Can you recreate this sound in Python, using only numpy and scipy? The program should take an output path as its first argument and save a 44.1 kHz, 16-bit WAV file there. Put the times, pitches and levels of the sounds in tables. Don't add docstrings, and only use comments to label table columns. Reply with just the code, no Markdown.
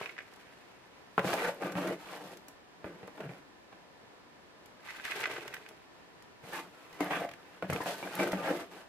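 import sys
import numpy as np
from scipy import signal
from scipy.fft import rfft, irfft, next_fast_len
from scipy.io import wavfile
from scipy.ndimage import uniform_filter1d, map_coordinates

SR = 44100
rng = np.random.default_rng(int(sys.argv[2]) if len(sys.argv) > 2 else 0)


def bounce(signal):
    frames = np.transpose(np.atleast_2d(signal))
    limited = np.clip(frames, -1, 1)
    pcm = np.round(limited * 32767).astype(np.int16)
    wavfile.write(sys.argv[1], SR, pcm)


N = 391608

# (frequency [Hz], width [Hz], nominal lift [dB])
TUB_MODES = [(192.5, 42, 6.5), (296, 41, 6.5), (334, 41, -0.5), (450, 43, 0.5), (526, 28, 4),
             (557, 45, 1.5), (698, 20, 2.5), (818, 43, 9), (1010, 16, 9), (1280, 81, -2), (1462, 68, 1.5),
             (2510, 70, 4)]
# (frequency [Hz], relative level [dB])
GRIT_COLOUR = [(800, -59), (2500, 9), (4200, 7.5), (6000, 2), (9000, 0.5), (12500, -2), (15000, -4.5),
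               (16000, -39)]
# (frequency [Hz], relative level [dB])
SNAP_COLOUR = [(300, 4), (1000, 2), (2000, 9.5), (4200, 2), (6000, 2.5), (9000, -1), (12500, -0.5),
               (16000, -11)]
# (start of full flow [s], length of full flow [s], flow [dB],
# time to build up by 20 dB [s], time to trickle down by 20 dB, sign ignored [s], share on the heap [dB])
SOIL_SLIDES = [(-0.2, 0.2, -5.5, 0.2, 0.13, -3), (0.29, 0.14, -30.5, 7, 1.2, -13),
               (4.85, 0.08, -22, 0.12, -1, -9), (4.887, 0.0084, -4.5, 0.05, 0.22, -14),
               (5.066, 0.17, -0.4, 0.105, 0.3, 2.5)]


def scraping():
    # (frequency [Hz], relative level [dB])
    floor_colour = [(25, -57), (122, -15.5), (172, 2), (240, -3.5), (370, 4), (480, 2), (800, -24),
                    (2000, -113)]
    wall_colour = [(120, -38), (330, -15.5), (480, 4), (720, 3.5), (1000, -14.5), (1400, -8), (3000, -83)]
    edge_colour = [(400, -32), (850, 7), (1100, 3.5), (1650, 3.5), (2600, -2), (3600, -15), (6000, -33),
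                   (16000, -76)]
    # (frequency [Hz], width [Hz], lift [dB])
    blade_modes = [(1188, 42, 5.8), (1520, 45, 4.1), (1660, 52, 3.5), (1880, 39.74, 1.6), (2050, 50, 2.955),
                   (2500, 19, 1.3)]
    crunch_db, crackle_db = -5, -12.5

    drum_gain, wall_gain, rasp_gain, grit_gain = pressing()
    grip = amp(1.3 * wobble(rate=60) + 0.24 * wobble(rate=35))

    floor_slips = grains(rate=2500, spread_db=-0.9) * grip
    body = drum_gain * unit(through(floor_slips, ringing(floor_colour, TUB_MODES)))
    wall_slips = grains(rate=1800, spread_db=1.5) * grip
    body += wall_gain * unit(through(wall_slips, ringing(wall_colour, TUB_MODES)))
    steel = bending(ringing(edge_colour, blade_modes), lag=0.001933)
    edge_slips = grains(rate=2000, spread_db=-0.6) * grip
    body += rasp_gain * unit(through(edge_slips, steel))

    coarse = pips(rate=200, centre_hz=1513, octaves=0.537, cycles=11.7, spread_db=3)
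    crunch = amp(crunch_db) * rasp_gain * coarse
    sand = unit(through(grains(rate=7000, spread_db=-2.0) * grip, ringing(GRIT_COLOUR)))
    snap = ringing(SNAP_COLOUR, [(12200, 8500, 20)])
    crackle = amp(crackle_db) * unit(through(grains(rate=140, spread_db=4.0), snap))
    return travelling(body) + crunch + grit_gain * (sand + crackle)


def pressing():
    # (start [s], length [s], force [dB], change of force over the push [dB], depth [dB], grittiness [dB])
    pushes = [(1.256, 0.16, 8, -11.5, 1.5, 4), (1.373, 0.12, 7.5, -2.5, -1, 1),
              (1.624, 0.047, 8.5, -2, 3.5, -5), (1.693, 0.053, 0.5, -6, 4, -7.5),
              (1.77, 0.16, 6, -5.5, 2, -2.5), (1.994, 0.17, -17.5, 14, -3.5, 3),
              (2.126, 0.21, -13.5, 3.5, 1, 1), (2.858, 0.12, -7, -14, 2.5, -9),
              (2.987, 0.11, -18.5, 0.5, -0.5, -8), (3.157, 0.036, -17.5, -2, -1, 0),
              (3.201, 0.06, -6.5, 2, 3, -11), (3.295, 0.087, -11.5, -6.5, 1, -4),
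              (6.44, 0.10535, -14.5, 6, -0.5, 3), (6.534, 0.062, 1, -3.5, -3.5, 3.5),
              (6.623, 0.063, -13.5, -4, -1, -7), (6.73, 0.34, -24, 7.5, -4.5, 1.5),
              (7.007, 0.092, 2, -8, -1.5, -0.5), (7.11, 0.14, 7, -11, -1, -2),
              (7.293, 0.29, -31.5, 10.5, -6, -0.5), (7.643, 0.036, -5, -12, 0, -7),
              (7.696, 0.087, -3.5, 6, 1.5, -0.5), (7.815, 0.041, -4.5, -6, -1.5, 7.5),
              (7.871, 0.095, 2, -10.5, -1.5, 8), (7.97, 0.081, -6.5, -5.5, 0, 5.5),
              (8.04, 0.058, -3.5, 1, 1.5, 2.5), (8.102, 0.11, -9.5, 9, -5, 5),
              (8.2, 0.046, 11.5, -3.5, 1, 2), (8.257, 0.043, 10, -8.5, 3, -1),
              (8.315, 0.1533, 2, -3, 1.5, -3), (8.428, 0.065, 1.5, 5, -0.5, -1),
              (8.492, 0.14, 5.5, -10.5, 2, 0.5), (8.716, 0.1, -14.5, -4, -4, 3.5)]
    rise, fall = 845, 575
    settle_db, settle_fall = -15, 113
    drum_db, wall_db, rasp_db, grit_db = -45.5, -43.5, -46.3, -55.5
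    drum_grows, rasp_grows, grit_grows = 0.67, 0.93, 0.71

    levels = np.full((4, N), -np.inf)
    for s, length, db, change_db, depth_db, grittiness_db in pushes:
        push = stroke(s, length, db, change_db, rise, fall)
        settling = stroke(s, length, db + settle_db, change_db, 2 * settle_fall, settle_fall)
        force = np.maximum(push, settling)
        levels = np.maximum(levels, [
            drum_db + drum_grows * force + depth_db,
            wall_db + force,
            rasp_db + rasp_grows * force - depth_db,
            grit_db + grit_grows * force + grittiness_db])
    return amp(levels)


def travelling(x, knot_hz=75, knot_s=0.05, size=1024):
    place_db = 3.0
    hz, t, spectrum = signal.stft(x, SR, nperseg=size)
    knots = rng.standard_normal((256, 512))
    grid = np.meshgrid(hz / knot_hz, t / knot_s, indexing="ij")
    field = map_coordinates(knots, grid, order=1, mode="wrap")
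    gain = unit(amp(place_db * unit(field)))
    return signal.istft(spectrum * gain, SR, nperseg=size)[1][:, :N]


def judder(waver_hz=20):
    # (start [s], length [s], level [dB], change of level [dB], mean pitch [Hz])
    catches = [(1.76, 0.14, -41, -16, 186), (1.855, 0.085, -41, -3, 335), (3.256, 0.052, -47, -4, 156.7),
               (7.04, 0.098, -46, 8, 679.6), (7.216, 0.033, -44, 5.5, 700), (8.195, 0.07, -38, -7, 188),
               (8.22, 0.04152, -39.5, 0, 345.4), (8.347, 0.04045, -38, -6, 186),
               (8.465, 0.1, -47, 2.5, 334.7)]
    drift = waver_hz * wobble(rate=110)
    rough = amp(1.8 * wobble(rate=60))
    groan = np.zeros(N)
    for s, length, db, swell_db, hz in catches:
        phase = 2 * np.pi * np.cumsum(hz + drift) / SR
        tone = unit(np.sin(phase) * rough)
        groan += tone * amp(stroke(s, length, db, swell_db, rise=499, fall=700))
    return np.array([groan, np.zeros(N)])


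def blade(size=8192):
    # (start [s], driven for [s], nominal peak [dB], pitch [Hz])
    rings = [(1.44, 0.038, -25, 1500), (7.003, 0.02, -29, 2110), (7.118, 0.065, -29, 1620),
             (7.11, 0.065, -33, 2660), (7.112, 0.076, -40, 3380), (7.725, 0.008, -30.5, 2120),
             (7.806, 0.019, -33, 1880), (7.81, 0.036, -37, 1700), (7.866, 0.023, -37, 2930),
             (8.026, 0.012, -35, 2330), (8.44, 0.08, -30, 1660)]
    t60, release = 0.025, 1200
    track = np.zeros((2, N))
    t = np.arange(size) / SR
    for s, length, db, hz in rings:
        rub = rng.standard_normal((2, size)) * amp(-release * np.maximum(t - length, 0))
        ring = np.sin(2 * np.pi * hz * t) * amp(-60 * t / t60)
        add(track, s, db, through(rub, ring))
    return track


def knocks():
    # (time [s], nominal peak [dB], boom [dB], clack [dB], note [Hz], note lift [dB])
    strikes = [(1.179, -7.5, -4.5, 3.5, 1330, 14), (1.193, -14, -5, 12.5, 534, 7),
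               (1.245, -16.5, 0.5, 7, 530, 11), (1.332, -16.5, -23, 9.5, 1707, 1),
               (1.339, -18, -23, -4, 1911, 7), (1.447, -21.5, -21, 19, 1540, 12),
               (1.487, -18, 0, -31, 600, 15), (1.753, -24, -5, 10, 330, 3),
               (1.908, -21, -17, -24.5, 510, 10), (2.484, -40, -7, 8, 600, -2),
               (2.843, -25, 0, -1.5, 500, -14), (3.03, -32.5, 6, 10, 780, 4),
               (3.078, -32.5, -1, 11, 1130, 9), (3.178, -34, -20, 4, 780, 3),
               (3.203, -25.5, -13, -15, 764.3, 5), (3.292, -34, 4, 1, 2260, 21),
               (3.727, -36.5, -4, 14, 1100, 8), (7.006, -14, -16, -4, 347, 14.5),
               (7.108, -17, -23, 2, 684, 2), (7.217, -21, -10, -17, 600, 11),
               (7.248, -20, -13, -9, 720, 17), (7.624, -19.5, -20, 3.5, 644, 4.5),
               (7.699, -18.5, -5, 13, 591.2, 8.5), (7.726, -20, 1, -1, 1260, 16),
               (7.75, -23, -4, 6, 463, 21), (7.761, -25, 10, 25, 620, -1), (7.804, -21, 1, -0.5, 980, 19),
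               (7.828, -29, -3, 0, 980, 14), (7.859, -21, -9, 9, 710, 16), (8.027, -25, 2, 11, 900, 10),
               (8.073, -26.5, -4, 8, 1580, 13), (8.193, -23, -14, 12, 700, 11.5),
               (8.331, -16.5, -3, 2, 565, 6), (8.509, -20, -9, -18, 329.2, 17)]
    # (frequency [Hz], relative level [dB])
    blow_colour = [(25, -24), (80, 2), (170, 4.5), (300, 4.5), (550, 8.5), (950, -2.5), (1500, -6),
                   (1900, -12), (2700, -17), (4500, -32), (6000, -39), (16000, -45)]
    # (time [s], nominal peak [dB], pitch [Hz])
    thumps = [(1.186, -21, 212), (1.752, -30, 195), (3.243, -37, 155), (3.291, -39, 152), (6.433, -41, 161),
              (7.629, -28, 192), (7.694, -21, 217), (7.728, -26.5, 200), (8.193, -31, 181),
              (8.329, -22, 214)]
    # (frequency [Hz], relative level [dB])
    flex_colour = [(25, -26), (60, -24), (100, -4), (130, -4), (190, -1), (280, -24.5), (700, -92)]
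    place_db, note_width = -3, 0.3

    track = np.zeros((2, N))
    for s, db, boom_db, clack_db, note_hz, note_db in strikes:
        modes = [(hz, width, lift + place_db * rng.standard_normal()) for hz, width, lift in TUB_MODES]
        modes.append((note_hz, note_width * note_hz, note_db))
        tub = bending(ringing(blow_colour, modes), lag=0.000873)
        place = ringing([(130, boom_db), (600, 0), (2200, clack_db)])
        knock = through(contact(t60=0.032, rattle=1.0), tub)
        add(track, s, db, through(knock, place), crest_db=12)
    for s, db, hz in thumps:
        boom = ringing(flex_colour, [(hz, 16, 12)])
        add(track, s, db, through(contact(t60=0.13, rattle=0.8), boom), crest_db=13.5)
    return track


def pouring():
    # (frequency [Hz], relative level [dB])
    pot_colour = [(200, -24), (700, 4.5), (1100, 6.5), (1700, 10), (2500, 8.5), (3300, 1), (4800, -6.5),
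                  (7500, -15), (15000, -64)]
    heap_colour = [(40, -37), (120, -14.5), (230, -12.5), (370, -1), (750, -5), (1300, -11), (2700, -55)]
    # (frequency [Hz], width [Hz], lift [dB])
    pot_modes = [(404, 68, 6.6), (1580, 210, 4.7), (2003, 81, 5.9), (2190, 60, 5.9), (2550, 100, 4.075)]
    # (time [s], nominal peak [dB], note [Hz], time to break up, as a 60 dB decay [s])
    lumps = [(0.0292, -32.5, 2300, 0.014), (0.059, -27.5, 2500, 0.018), (0.094, -31.5, 2100, 0.021),
             (0.166, -39, 2000, 0.02), (0.1801, -30.5, 1900, 0.012), (0.187, -27, 1850, 0.017),
             (0.2056, -36.5, 2100, 0.016), (4.889, -32, 1900, 0.049), (4.998, -31, 1650, 0.01),
             (5.0523, -29.5, 1960, 0.033), (5.079, -29, 1680, 0.025), (5.1188, -22, 2560, 0.018),
             (5.232, -26, 1900, 0.0091), (5.239, -18, 2070, 0.02), (5.2563, -18, 1590, 0.02),
             (5.3651, -29, 1570, 0.03), (5.479, -38, 1500, 0.013), (5.5274, -37, 2100, 0.01),
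             (5.539, -28.5, 1630, 0.035), (5.567, -32.5, 1800, 0.014), (5.663, -37.5, 2300, 0.014)]
    # (time [s], nominal peak [dB])
    clods = [(0.013, -24), (5.18, -34), (5.311, -34), (5.384, -32), (5.427, -40), (5.456, -34),
             (5.711, -40.5)]
    thud_db, patter_db, dust_db, crumb_db = -48, -44, -54, -51.5
    patter_grows, dust_grows, crumb_grows = 0.74, 0.65, 0.54
    note_db, note_width = 8, 0.3

    falling = flow(lag=0).max(axis=0)
    heap_share = amp([heap_db for *_, heap_db in SOIL_SLIDES])
    landing = heap_share @ flow(lag=0.1)
    clumps = amp(2.76 * wobble(rate=88))
    pot, heap = ringing(pot_colour, pot_modes), ringing(heap_colour, pot_modes)

    thuds = unit(through(grains(rate=1500, spread_db=3.0) * clumps, heap))
    track = amp(thud_db) * landing * thuds
    patter = unit(through(grains(rate=2100, spread_db=1.0) * clumps, pot))
    track += amp(patter_db) * falling ** patter_grows * patter
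    dust = unit(through(grains(rate=7600, spread_db=2.5) * clumps, ringing(GRIT_COLOUR)))
    track += amp(dust_db) * falling ** dust_grows * dust
    crumbs = pips(rate=220, centre_hz=1475, octaves=0.683, cycles=14, spread_db=4.5)
    track += amp(crumb_db) * falling ** crumb_grows * crumbs

    for s, db, note_hz, t60 in lumps:
        spot = ringing(pot_colour, pot_modes + [(note_hz, note_width * note_hz, note_db)])
        add(track, s, db, through(contact(t60, rattle=1.2), spot))
    for s, db in clods:
        add(track, s, db, through(contact(t60=0.042, rattle=0.86), heap))
    return track


def flow(lag):
    return amp([stroke(s + lag, length, db, 0, 20 / abs(build), 20 / abs(trickle))
                for s, length, db, build, trickle, _ in SOIL_SLIDES])


def ticks():
    # (time [s], nominal peak [dB], brightness at 8 kHz relative to 2 kHz [dB])
    clicks = [(0.3364, -47, -2), (0.36, -49, 1), (0.4683, -47, -28), (1.3297, -24, -17),
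              (1.337, -27.5, 4.5), (1.721, -36, 0), (1.874, -32.5, -3), (2.371, -42.5, 1),
              (2.483, -40.5, 12), (3.074, -50, 4), (3.205, -39, -15), (4.6586, -46.5, 5), (5.0503, -29, -8),
              (5.203, -33, 2), (5.478, -34.5, -6), (5.541, -33, -1), (5.688, -39, -1), (6.223, -48, -2),
              (6.9285, -42.5, -9), (7.006, -30, -3.5), (7.29, -35, -16), (7.3135, -36.5, -16),
              (7.3362, -36.5, -12.5), (7.702, -34.5, 11), (7.731, -31.5, 11), (8.3189, -27.5, -4)]
    track = np.zeros((2, N))
    snap = ringing(SNAP_COLOUR)
    for s, db, bright_db in clicks:
        hardness = ringing([(2000, 0), (8000, bright_db)], size=512)
        click = through(contact(t60=0.021, rattle=2.1), snap)
        add(track, s, db, through(click, hardness))
    return track


def surroundings(x, t60=0.23, size=12000):
    t = np.arange(size) / SR
    tail = rng.standard_normal((2, size)) * amp(-60 * t / t60) * (t > .003)
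    return signal.fftconvolve(x, tail / np.linalg.norm(tail[0]), axes=1)[:, :N]


def garden():
    # (frequency [Hz], relative level [dB])
    air_colour = [(15, -52), (25, -13), (174, -1.5), (216, -2), (255, -0.5), (291, 1), (834, -2.5),
                  (981, -5), (1390, -7), (1730, -9), (2260, -11), (5090, -20), (5820, -23.5),
                  (14200, -34.5), (15800, -54)]
    # (frequency [Hz], width [Hz], lift [dB])
    air_peaks = [(992, 57, 6), (1767, 98, 6.5)]
    air = unit(through(rng.standard_normal((2, N)), ringing(air_colour, air_peaks)))
    return amp(-59.0 + 0.48 * wobble(rate=9.8)) * air


def amp(db):
    return 10 ** (np.asarray(db) / 20)


def unit(x):
    return x / np.sqrt(np.mean(x ** 2) + 1e-20)


def along(points, hz):
    f, v = np.transpose(points)
    return np.interp(np.log(hz + 1), np.log(f + 1), v)


def wobble(rate):
    knots = rng.standard_normal(2048)
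    return map_coordinates(knots, [np.arange(N) * rate / SR], mode="wrap")


def stroke(start, length, db, change_db, rise, fall):
    drop = 120
    end = start + length
    times = [start - drop / rise, start, end, end + drop / fall]
    levels = [db - drop, db, db + change_db, db + change_db - drop]
    return np.interp(np.arange(N) / SR, times, levels)


def grains(rate, spread_db):
    size = amp(spread_db * np.minimum(rng.standard_exponential(N), 5))
    hits = rng.random(N) < rate / SR
    return unit(hits * size * rng.standard_normal((2, N)))


def pips(rate, centre_hz, octaves, cycles, spread_db, count=4000, size=400):
    start = (np.cumsum(rng.standard_exponential(count)) * SR / rate).astype(int)
    inside = start < N
    pitch, strength, side = rng.standard_normal((count, 3))[inside].T[:, :, None]
    hz = centre_hz * 2 ** (octaves * np.clip(pitch, -2, 2))
    turns = hz * np.arange(size) / SR
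    decay = amp(spread_db * np.minimum(strength, 2) - 60 * turns / cycles)
    pip = np.sin(2 * np.pi * turns) * (1 - np.exp(-2 * turns)) * decay
    at = (start[inside, None] + np.arange(size)).ravel()
    return unit(np.array([np.bincount(at, part.ravel(), N)[:N] for part in (pip, pip * side)]))


def contact(t60, rattle, size=6000):
    t = np.arange(size) / SR
    chatter = rng.standard_normal((2, size)) * amp(-60 * t / t60) * (1 - np.exp(-t / 0.002))
    force = rattle * unit(chatter) / np.sqrt(size)
    force[0, 0] += 1
    force[1, rng.integers(8, 40)] += 1
    return force


def ringing(colour, modes=(), size=8192):
    hz = np.fft.rfftfreq(size, 1 / SR)
    db = along(colour, hz)
    db = db + sum(lift / (1 + (2 * (hz - f) / width) ** 2) for f, width, lift in modes)
    cepstrum = irfft(np.log(amp(db)))
    cepstrum[1:size // 2] *= 2
    cepstrum[size // 2 + 1:] = 0
    return irfft(np.exp(rfft(cepstrum)))[:size // 2]


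def bending(response, lag):
    size = 2 * len(response)
    hz = np.fft.rfftfreq(size, 1 / SR)
    phase = 4 * np.pi * lag * np.sqrt(1000 * hz)
    return irfft(rfft(response, size) * np.exp(-1j * phase))[:len(response)]


def through(force, response):
    return signal.oaconvolve(force, response[None], axes=1)[:, :force.shape[1]]


def add(track, s, db, sound, crest_db=11.5, size=180):
    loudest = np.sqrt(uniform_filter1d(sound[0] ** 2, size, mode="constant").max())
    room = track[:, max(round(s * SR), 0):][:, :sound.shape[1]]
    room += amp(db - crest_db) * sound[:, :room.shape[1]] / loudest


def stereo(pair, likeness):
    # (frequency [Hz], left minus right [dB])
    lean_points = [(150, 1), (600, 1), (1100, 1.5), (2400, -3), (4500, 1), (8500, -1), (13000, -0.5)]
    size = next_fast_len(N + 4096)
    hz = np.fft.rfftfreq(size, 1 / SR)
    turn = np.arccos(np.clip(along(likeness, hz), -.8, 1)) / 2
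    mid, side = rfft(pair, size) * [np.ones_like(hz), np.tan(turn)]
    lean = amp(along(lean_points, hz) / 2)
    return irfft([(mid + side) * lean, (mid - side) / lean], size)[:, :N]


def scene():
    # (frequency [Hz], target correlation)
    near_likeness = [(600, 0.97), (1100, 0.69), (1550, 0.74), (2200, 0.18), (3400, -0.1007), (4300, 0.17),
                     (5500, -0.17), (8500, 0.084), (11000, 0.63), (15000, 0.85)]
    far_likeness = [(60, 0.12), (200, 0.19), (700, 0.3), (2000, -0.055), (5000, -0.38), (7500, -.35),
                    (11000, 0.936)]
    work = scraping() + judder() + blade() + knocks() + pouring() + ticks()
    close = work + amp(-8.5) * surroundings(work)
    return stereo(close, near_likeness) + stereo(garden(), far_likeness)


def record(dry):
    top_hz = 15830
    size = next_fast_len(N + SR // 2)
    passed = np.fft.rfftfreq(size, 1 / SR) < top_hz
    return irfft(rfft(dry, size) * passed, size)[:, :N]


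dry = scene()
out = record(dry)
bounce(out)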